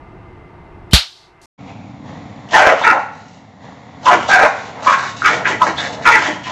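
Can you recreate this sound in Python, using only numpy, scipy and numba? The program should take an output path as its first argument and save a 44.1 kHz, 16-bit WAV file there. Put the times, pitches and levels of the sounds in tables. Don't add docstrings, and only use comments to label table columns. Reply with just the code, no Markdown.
import sys
import numpy as np
from scipy import signal
from scipy.fft import rfft, irfft
from scipy.io import wavfile
from scipy.ndimage import uniform_filter1d
from numba import njit

SR = 44100
rng = np.random.default_rng(int(sys.argv[2]) if len(sys.argv) > 2 else 0)


def ratio(d):
    e = np.asarray(d, float) / 20
    return 10 ** e


def transcribe(signal):
    frames = np.atleast_2d(signal).T
    limited = np.clip(frames, -1, 1)
    pcm = np.round(limited * 32767).astype(np.int16)
    wavfile.write(sys.argv[1], SR, pcm)


N = 287091
T = np.arange(N) / SR
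POP_S = .9325


def noise():
    return rng.standard_normal(N)


def even(x, span_s=0.049):
    size = int(span_s * SR)
    power = uniform_filter1d(uniform_filter1d(x ** 2, size), size)
    return x / np.sqrt(power + 1e-12)


@njit
def svf(x, hz, width):
    y, band, low = np.empty(len(x)), 0., 0.
    for i in range(len(x)):
        g, k = np.tan(np.pi * hz[i] / SR), width / hz[i]
        v = (band + g * (x[i] - low)) / (1 + g * (g + k))
        band, low, y[i] = 2 * v - band, low + 2 * g * v, k * v
    return y


def ring(x, hz, width):
    hz = np.clip(hz + np.zeros(N), 10, .45 * SR)
    width = float(width)
    return svf(svf(x, hz, width), hz, width)


def modes(x, table):
    total = np.zeros(N)
    for k, (hz, width, db) in enumerate(table):
        total += (-1) ** k * ratio(db) * ring(x, hz, width) / np.sqrt(width)
    return even(total)


def colour(table):
    hz, db = np.transpose(table)
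    bins = np.arange(N // 2 + 1) * SR / N + 1
    gain = ratio(np.interp(np.log(bins), np.log(hz), db))
    x = irfft(rfft(noise()) * gain, N)
    return x / x.std()


def fade(start_s, rise_s, t60_s):
    t = np.maximum(T - start_s, 0)
    return (1 - np.exp(-t / rise_s)) * np.exp(-np.log(1000) * t / t60_s)


def bedroom():
    # (frequency [Hz], level [dB])
    still_air = [(15, -22.5), (25, -6.5), (98, -3.5), (203, -8.5), (231, -14), (349, -6), (584, -16),
                 (665, -7.5), (2130, -18.5), (3380, -30), (12000, -55), (15600, -97.5), (22000, -120)]
    # (frequency [Hz], width [Hz], level [dB])
    ducts = [(354, 6.9, -8.5), (912, 92, -6), (1200, 47, -9.5), (2070, 51, -8.5), (2690, 72, -19.5),
             (2900, 37, -32)]
    # (resting gain [dB], dip [dB], recovery [s])
    ducking = [
        (6, -35, 0.52),
        (-5, -24, 0.164),
    ]
    t = np.maximum(T - POP_S, 0)
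    low, high = (ratio(db + dip_db * np.minimum(t / .06, 1) * np.exp(-t / back_s))
                 for db, dip_db, back_s in ducking)
    tone = ratio(-42) * (colour(still_air) + ratio(-5.5) * modes(noise(), ducts))
    bass = signal.sosfilt(signal.butter(1, 300, fs=SR, output="sos"), tone)
    return low * bass + high * (tone - bass)


def toy():
    # (frequency [Hz], level [dB])
    tearing = [(180, -44), (300, -38), (475, -24), (629, -15), (917, -10), (1030, -15.5), (1250, -9.5),
               (1860, -11), (4090, -0.5), (5980, -13), (12300, -18.5), (15200, -41.5)]
    creak = ratio(-37.0) * colour(tearing) * (T > .911) * (T < POP_S)
    whistle = ratio(-23.5) * even(ring(noise(), 3100, 300))
    whistle *= np.clip((T - .918) / 0.011, 0, 1) * (T < POP_S + .002)

    t = np.maximum(T - POP_S, 0)
    swing = -np.sin(2 * np.pi * (58 * t + 1.176 * (1 - np.exp(-t / 0.0029))))
    thump = ratio(10.0) * swing * fade(POP_S, 0.0064, 0.085)
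    kick = ratio(-1.5) * np.sin(2 * np.pi * 175 * t) * fade(POP_S, 0.00067, 0.069)

    spray = ratio(-1.5) * colour(tearing)
    body = signal.sosfiltfilt(signal.butter(4, 6600, fs=SR, output="sos"), spray)
    spray = body * fade(POP_S, 0.00043, 0.24) + (spray - body) * fade(POP_S, .001, 0.16)
    tail = ratio(-29.5) * even(ring(noise(), 4070, 2400), .1)
    tail *= fade(POP_S, .05, 0.81) * np.clip((1.36 - T) / 0.11, 0, 1)

    rustle = ratio(-51.5) * even(ring(noise(), 5300, 6600), 0.085) * (T > 1.415)
    return creak + whistle + thump + kick + spray + tail + rustle


@njit
def folds(hz, rough, chance, jitter, shimmer):
    pulses, phase, p, k = np.zeros(len(hz) + 1), np.empty(len(hz)), 0., 0
    for i in range(len(hz)):
        step = hz[i] * np.exp(jitter * rough[i] * chance[k, 0]) / SR
        p += step
        if p >= 1:
            p, k = p - 1, k + 1
            size = np.exp(shimmer * rough[i] * chance[k, 1])
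            pulses[i] += size * p / step
            pulses[i + 1] += size * (1 - p / step)
        phase[i] = p
    return pulses[:-1], phase


def voice(hz, rough, jitter, shimmer, air, second):
    stumble = np.exp(.05 * rough * even(ring(noise(), 25, 60), .3))
    pulses, phase = folds(hz * stumble, rough, rng.standard_normal((N // 40, 2)), jitter, shimmer)
    apart = 1.05 + .025 * even(ring(noise(), 12, 20), .3)
    other, _ = folds(hz * apart, rough, rng.standard_normal((N // 40, 2)), jitter, shimmer)
    steady_flow = (1 + second * apart) * hz / SR
    puff = np.exp(-phase) * noise()
    return even(pulses + second * other - steady_flow) + air * rough * even(puff)


def growl():
    # (time [s], chest level [dB], snarl [dB], teeth resonance [Hz])
    course = [(1.58, -38.5, 3.5, 2200), (1.65, -31, -2, 2230), (1.69, -36.5, 8.5, 2360),
              (1.76, -33, 0, 2400), (2.02, -33.5, -2.5, 2000), (2.09, -31.5, 4, 1870),
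              (2.25, -33, 1.5, 2020), (2.5, -35.5, 3.5, 1900), (3.1, -40.5, 5, 2040),
              (3.59, -42.5, 3.5, 1850), (3.651, -36.5, 7, 1800), (3.8, -41, 6.5, 1950),
              (4.24, -32, 1, 1950), (4.55, -39, 14.5, 1960), (5.149, -35.5, 5, 1960), (5.4, -31, 4, 1970),
              (6.0, -33, 3.5, 1952), (6.51, -35, 0, 1951)]
    # (frequency [Hz], width [Hz], level [dB])
    chest_modes = [(115, 95, 0), (200, 102, 0), (285, 59, -2)]
    # (frequency [Hz], width [Hz], level [dB])
    throat_modes = [(500, 330, -3), (723, 210, -1), (920, 590, -1.5)]
    # (frequency [Hz], width [Hz], level [dB])
    hiss_modes = [(3220, 1000, -1.5), (4230, 2200, -10), (5600, 870, -4), (6920, 1200, -8.5)]
    time_s, *columns = np.transpose(course)
    db, snarl_db, teeth_hz = (np.interp(T, time_s, column) for column in columns)

    source = voice(np.full(N, 96.), np.ones(N), jitter=.25, shimmer=.45, air=.8, second=.3)
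    air = noise()
    throb = ratio(0.67 * even(ring(noise(), 19.7, 6.1), 0.38))
    chest = throb * modes(source, chest_modes)
    throat = ratio(-7 + 0.98 * snarl_db) * throb * modes(air + .6 * source, throat_modes)
    teeth = even(ring(air, teeth_hz, 680) + 0.26 * ring(air, 2580, 1200), .1)
    teeth *= ratio(-15 + 1.18 * snarl_db)
    hiss = ratio(-24.5 + 1.13 * snarl_db) * modes(air, hiss_modes)
    return ratio(db - 1.5) * (chest + throat + teeth + hiss)


def pushes(table, fall_db_s, rise_db_s=1600.5):
    slur_s, foot_db, foot_db_s = .012, -16.5, 450.5
    start_s, hold_s, peak_db, *columns = np.transpose(table)
    level = np.full(N, -70.)
    for start, hold, peak in zip(start_s, hold_s, peak_db):
        foot = foot_db_s * np.abs(start - T) - foot_db
        attack = np.clip(rise_db_s * (start - T), 0, foot)
        release = np.maximum(fall_db_s * (T - start - hold), 0)
        level = np.maximum(level, peak - attack - release)
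    row = np.clip(np.searchsorted(start_s - slur_s, T) - 1, 0, None)
    age = np.clip(T - start_s[row], 0, .15)

    def slur(x):
        return uniform_filter1d(x, int(slur_s * SR))

    return level, slur(age), [slur(column[row]) for column in columns]


def barks():
    # (full strength [s], hold [s], level [dB], fold pitch [Hz], throat resonance [Hz])
    throat_pushes = [(2.533, .085, -7, 854.5, 775), (2.63, .095, -9, 285, 657),
                     (2.815, 0.022, -17.5, 319, 907), (2.85, 0.038, -16, 455.7, 857),
                     (2.92, .06, -12, 271, 805), (4.066, .028, -3, 516.2, 1016),
                     (4.112, .035, -7.5, 354.6, 770), (4.293, 0.12, -11, 770, 740),
                     (4.41, .05, -7, 304.9, 763), (4.76, .08, -30.5, 229.6, 852),
                     (4.872, .016, -0.5, 536.3, 1070), (4.908, .012, -10, 548, 1000),
                     (4.96, .09, -25, 399.6, 920), (5.25, 0.05, -16.5, 398.2, 1082),
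                     (5.305, 0.119, -24, 456, 750), (5.472, 0.039, -19, 419, 930),
                     (5.617, .008, -5, 525.4, 1010), (5.648, .06, -19, 300.9, 800),
                     (5.772, .25, -28.5, 250.6, 730), (6.075, .04, -11, 460, 916),
                     (6.158, 0.0073, -12, 456.2, 936), (6.2, 0.088, -22, 330, 890),
                     (6.36, .02, -28.5, 281.7, 900), (6.465, .05, -25, 263, 930)]
    # (full strength [s], hold [s], level [dB], mouth resonance [Hz])
    gapes = [(2.54, 0.029, -7, 1810), (2.575, 0.13, -9, 1482), (2.73, 0.063, -23, 1280),
             (2.843, .012, -4.5, 1500), (2.868, .012, -5, 1400), (2.9, 0.012, -7, 1380),
             (2.96, 0.017, -29.5, 1416), (4.065, 0.028, -13, 1200), (4.112, 0.023, -9, 1470),
             (4.16, 0.052, -24, 1348), (4.305, .045, -4.5, 1500), (4.37, 0.086, -10, 1577),
             (4.84, 0.019, -26, 1547), (4.875, .02, -9.5, 1257), (4.928, 0.017, -11, 1464),
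             (4.97, 0.11, -24, 1530), (5.25, .015, -4, 1400), (5.285, .01, -9, 1550),
             (5.31, .025, -16, 1830), (5.455, .015, -10, 1600), (5.5, .04, -19, 1890),
             (5.614, .012, -17, 1257), (5.66, 0.039, -21, 1702), (5.785, 0.077, -23, 1690),
             (6.057, .023, -2, 1358), (6.118, .038, -6, 2000), (6.17, 0.028, -15.5, 1593),
             (6.22, .08, -20.5, 1750), (6.46, 0.036, -30.5, 1840)]
    # (time [s], hold [s], level [dB], pitch [Hz])
    wheezes = [
        (2.826, 0.0074, -24, 3500),
        (4.31, .01, -24.5, 3220),
        (5.465, .01, -21, 2450),
        (5.772, .028, -24, 3450),
        (5.858, 0.0074, -34, 3750),
        (6.455, .01, -32, 2499),
    ]
    # (time [s], hold [s], level [dB], rasp resonance [Hz])
    rasps = [(2.535, .06, -20.5, 3020), (2.63, 0.076, -27.5, 3020), (2.77, 0.044, -33.5, 2960),
             (2.845, 0.022, -27, 3470), (2.91, .01, -33.5, 3640), (2.98, 0.042, -46.5, 3900),
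             (3.13, .25, -52, 3820), (4.06, 0.024, -24, 2990), (4.115, .02, -25, 2900),
             (4.17, 0.07, -36, 2970), (4.29, 0.053, -21, 3490), (4.38, 0.078, -27.5, 3640),
             (4.56, 0.12, -42, 3600), (4.84, .01, -28.5, 3820), (4.87, 0.069, -26, 3300),
             (4.98, .12, -31.5, 3540), (5.17, .05, -34, 3570), (5.255, 0.015, -21.5, 3046),
             (5.3, .05, -27.5, 3260), (5.47, 0.036, -26, 2900), (5.628, .005, -24.5, 3600),
             (5.66, 0.033, -29.5, 3804), (5.78, 0.085, -28, 3530), (5.93, .005, -34, 3610),
             (6.03, 0.0051, -35, 3600), (6.06, 0.075, -23, 3230), (6.15, 0.13, -27, 3110),
             (6.29, .04, -34, 3096), (6.445, .06, -34.5, 3050)]
    # (frequency [Hz], width [Hz], level [dB])
    teeth_modes = [(2864, 1040, 2), (4350, 3400, -2.5), (6310, 3000, 1.5)]
    # (from [s], added roughness [share])
    hoarseness = [(2.53, 0.19), (2.84, -.2), (2.918, -.25), (4.06, 0.043), (4.11, .2), (4.3, -0.0021),
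                  (4.41, 0.19), (4.87, -0.0083), (5.25, 0), (5.31, .2), (5.46, 0.16), (5.62, 0),
                  (6.05, 0.091), (6.11, -0.097), (6.22, 0.046)]
    # (time [s], hold [s], level [dB])
    grunts = [
        (2.54, 0.014, -21),
        (2.68, 0.031, -30),
        (2.87, 0.05, -24),
        (4.12, 0.046, -17.5),
        (4.42, 0.028, -28),
        (5.3, 0.029, -20),
        (5.5, .04, -20.5),
        (5.67, 0.033, -21),
        (6.15, 0.012, -15.5),
        (6.285, 0.016, -16),
    ]
    db, age, (hz, throat_hz) = pushes(throat_pushes, 800)
    mouth_db, open_s, (mouth_hz,) = pushes(gapes, 799.5)
    wheeze_db, _, (wheeze_hz,) = pushes(wheezes, 1198)
    rasp_db, _, (rasp_hz,) = pushes(rasps, 295.5, 600)
    grunt_db, _, _ = pushes(grunts, 400)

    effort = np.maximum(db, mouth_db)
    from_s, added = np.transpose(hoarseness)
    hoarse = added[np.clip(np.searchsorted(from_s, T) - 1, 0, None)]
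    rough = np.clip(.75 - .013 * (effort + 35) + hoarse, .1, .9)
    hz = hz * (1 - .5 * age)
    throat_hz = throat_hz * (1 - 0.38 * age)
    mouth_hz = mouth_hz * (1 + .3 * open_s)
    source = voice(hz, rough, jitter=.2, shimmer=.9, air=.8, second=.6)
    air = source + 1.95 * noise()

    awake = np.clip((effort + 60) / 15, 0, 1)
    chest_gain = awake * ratio(-23.5 + 0.67 * effort) + ratio(grunt_db - 6)
    chest = chest_gain * even(ring(source + .5 * air, 340, 460))
    throat = ring(source, throat_hz, 370) + 1.84 * rough ** 2 * ring(source, 0.82 * throat_hz, 545)
    mouth = ring(source, mouth_hz, 350) + 0.66 * ring(source, mouth_hz, 1100)
    mouth -= 0.42 * ring(source, 2390, 1001)
    muzzle = signal.ellip(3, 1, 30, (415, 2840), "bandpass", fs=SR, output="sos")
    tone = signal.sosfilt(muzzle, ratio(db) * even(throat) - ratio(mouth_db) * even(mouth))

    patches_db = 2.5 * even(ring(noise(), 45, 60), .3)
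    rasp = 0.66 * even(ring(air, rasp_hz, 700)) + 1.095 * modes(air, teeth_modes)
    rasp *= ratio(rasp_db - 3 + patches_db)
    wheeze = ratio(wheeze_db) * even(ring(air, wheeze_hz, 700))
    flutter = ratio(1.9 * even(ring(noise(), 35.86, 14.0), 0.43))
    return flutter * (tone + rasp + wheeze) - chest


def snaps():
    # (time [s], peak level [dB], pitch [Hz])
    knocks = [
        (4.835, -9, 1175),
        (5.22, 5.5, 1400),
        (5.458, -15, 1651),
    ]
    return sum(ratio(db) * np.sin(2 * np.pi * hz * (T - s)) * fade(s, 0.0008, .013) for s, db, hz in knocks)


def echoes(x):
    # (delay [s], level [dB])
    reflections = [(.0031, -9.5), (.0074, -7), (.0127, -6), (.0193, -10)]
    out = x.copy()
    for k, (delay_s, db) in enumerate(reflections):
        out += (-1) ** k * ratio(db) * np.roll(x, int(delay_s * SR))
    return out


@njit
def walls(x, lags, gain, damp):
    line, soft, out = np.zeros((8, 4096)), np.zeros(8), np.zeros(len(x))
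    for i in range(len(x)):
        total = 0.
        for k in range(8):
            soft[k] += (1 - damp) * (gain[k] * line[k, (i - lags[k]) & 4095] - soft[k])
            total += soft[k]
            out[i] += soft[k] * (1 - 2 * (k % 2))
        for k in range(8):
            line[k, i & 4095] = x[i] + soft[k] - total / 4
    return out


def tiled_room():
    dogs = barks() + snaps()
    lags = np.array([487, 631, 797, 983, 1153, 1327, 1549, 1801])
    t60_s = 0.6
    reverb = walls(dogs, lags, ratio(-60 * lags / SR / t60_s), 0.071)
    mix = ratio(-3.5) * echoes(dogs) + ratio(-19) * reverb + growl()
    return signal.sosfilt(signal.ellip(8, .3, 70, 7700, fs=SR, output="sos"), mix)


def scene():
    cut_s, back_s = 1.458, 1.578
    before = (bedroom() + toy()) * (T < cut_s)
    after = tiled_room() * np.clip((T - back_s) / 0.015, 0, 1)
    return (before + after)[None]


def low_pass(x):
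    return signal.sosfilt(signal.butter(12, 15400, fs=SR, output="sos"), x)


def record(dry):
    squashed = np.clip(dry - .04 * np.clip(dry, -1, 1) ** 5, -.96, .96)
    mix = signal.sosfiltfilt(signal.butter(4, 14500, fs=SR, output="sos"), squashed)
    return low_pass(mix)


dry = scene()
out = record(dry)
transcribe(out)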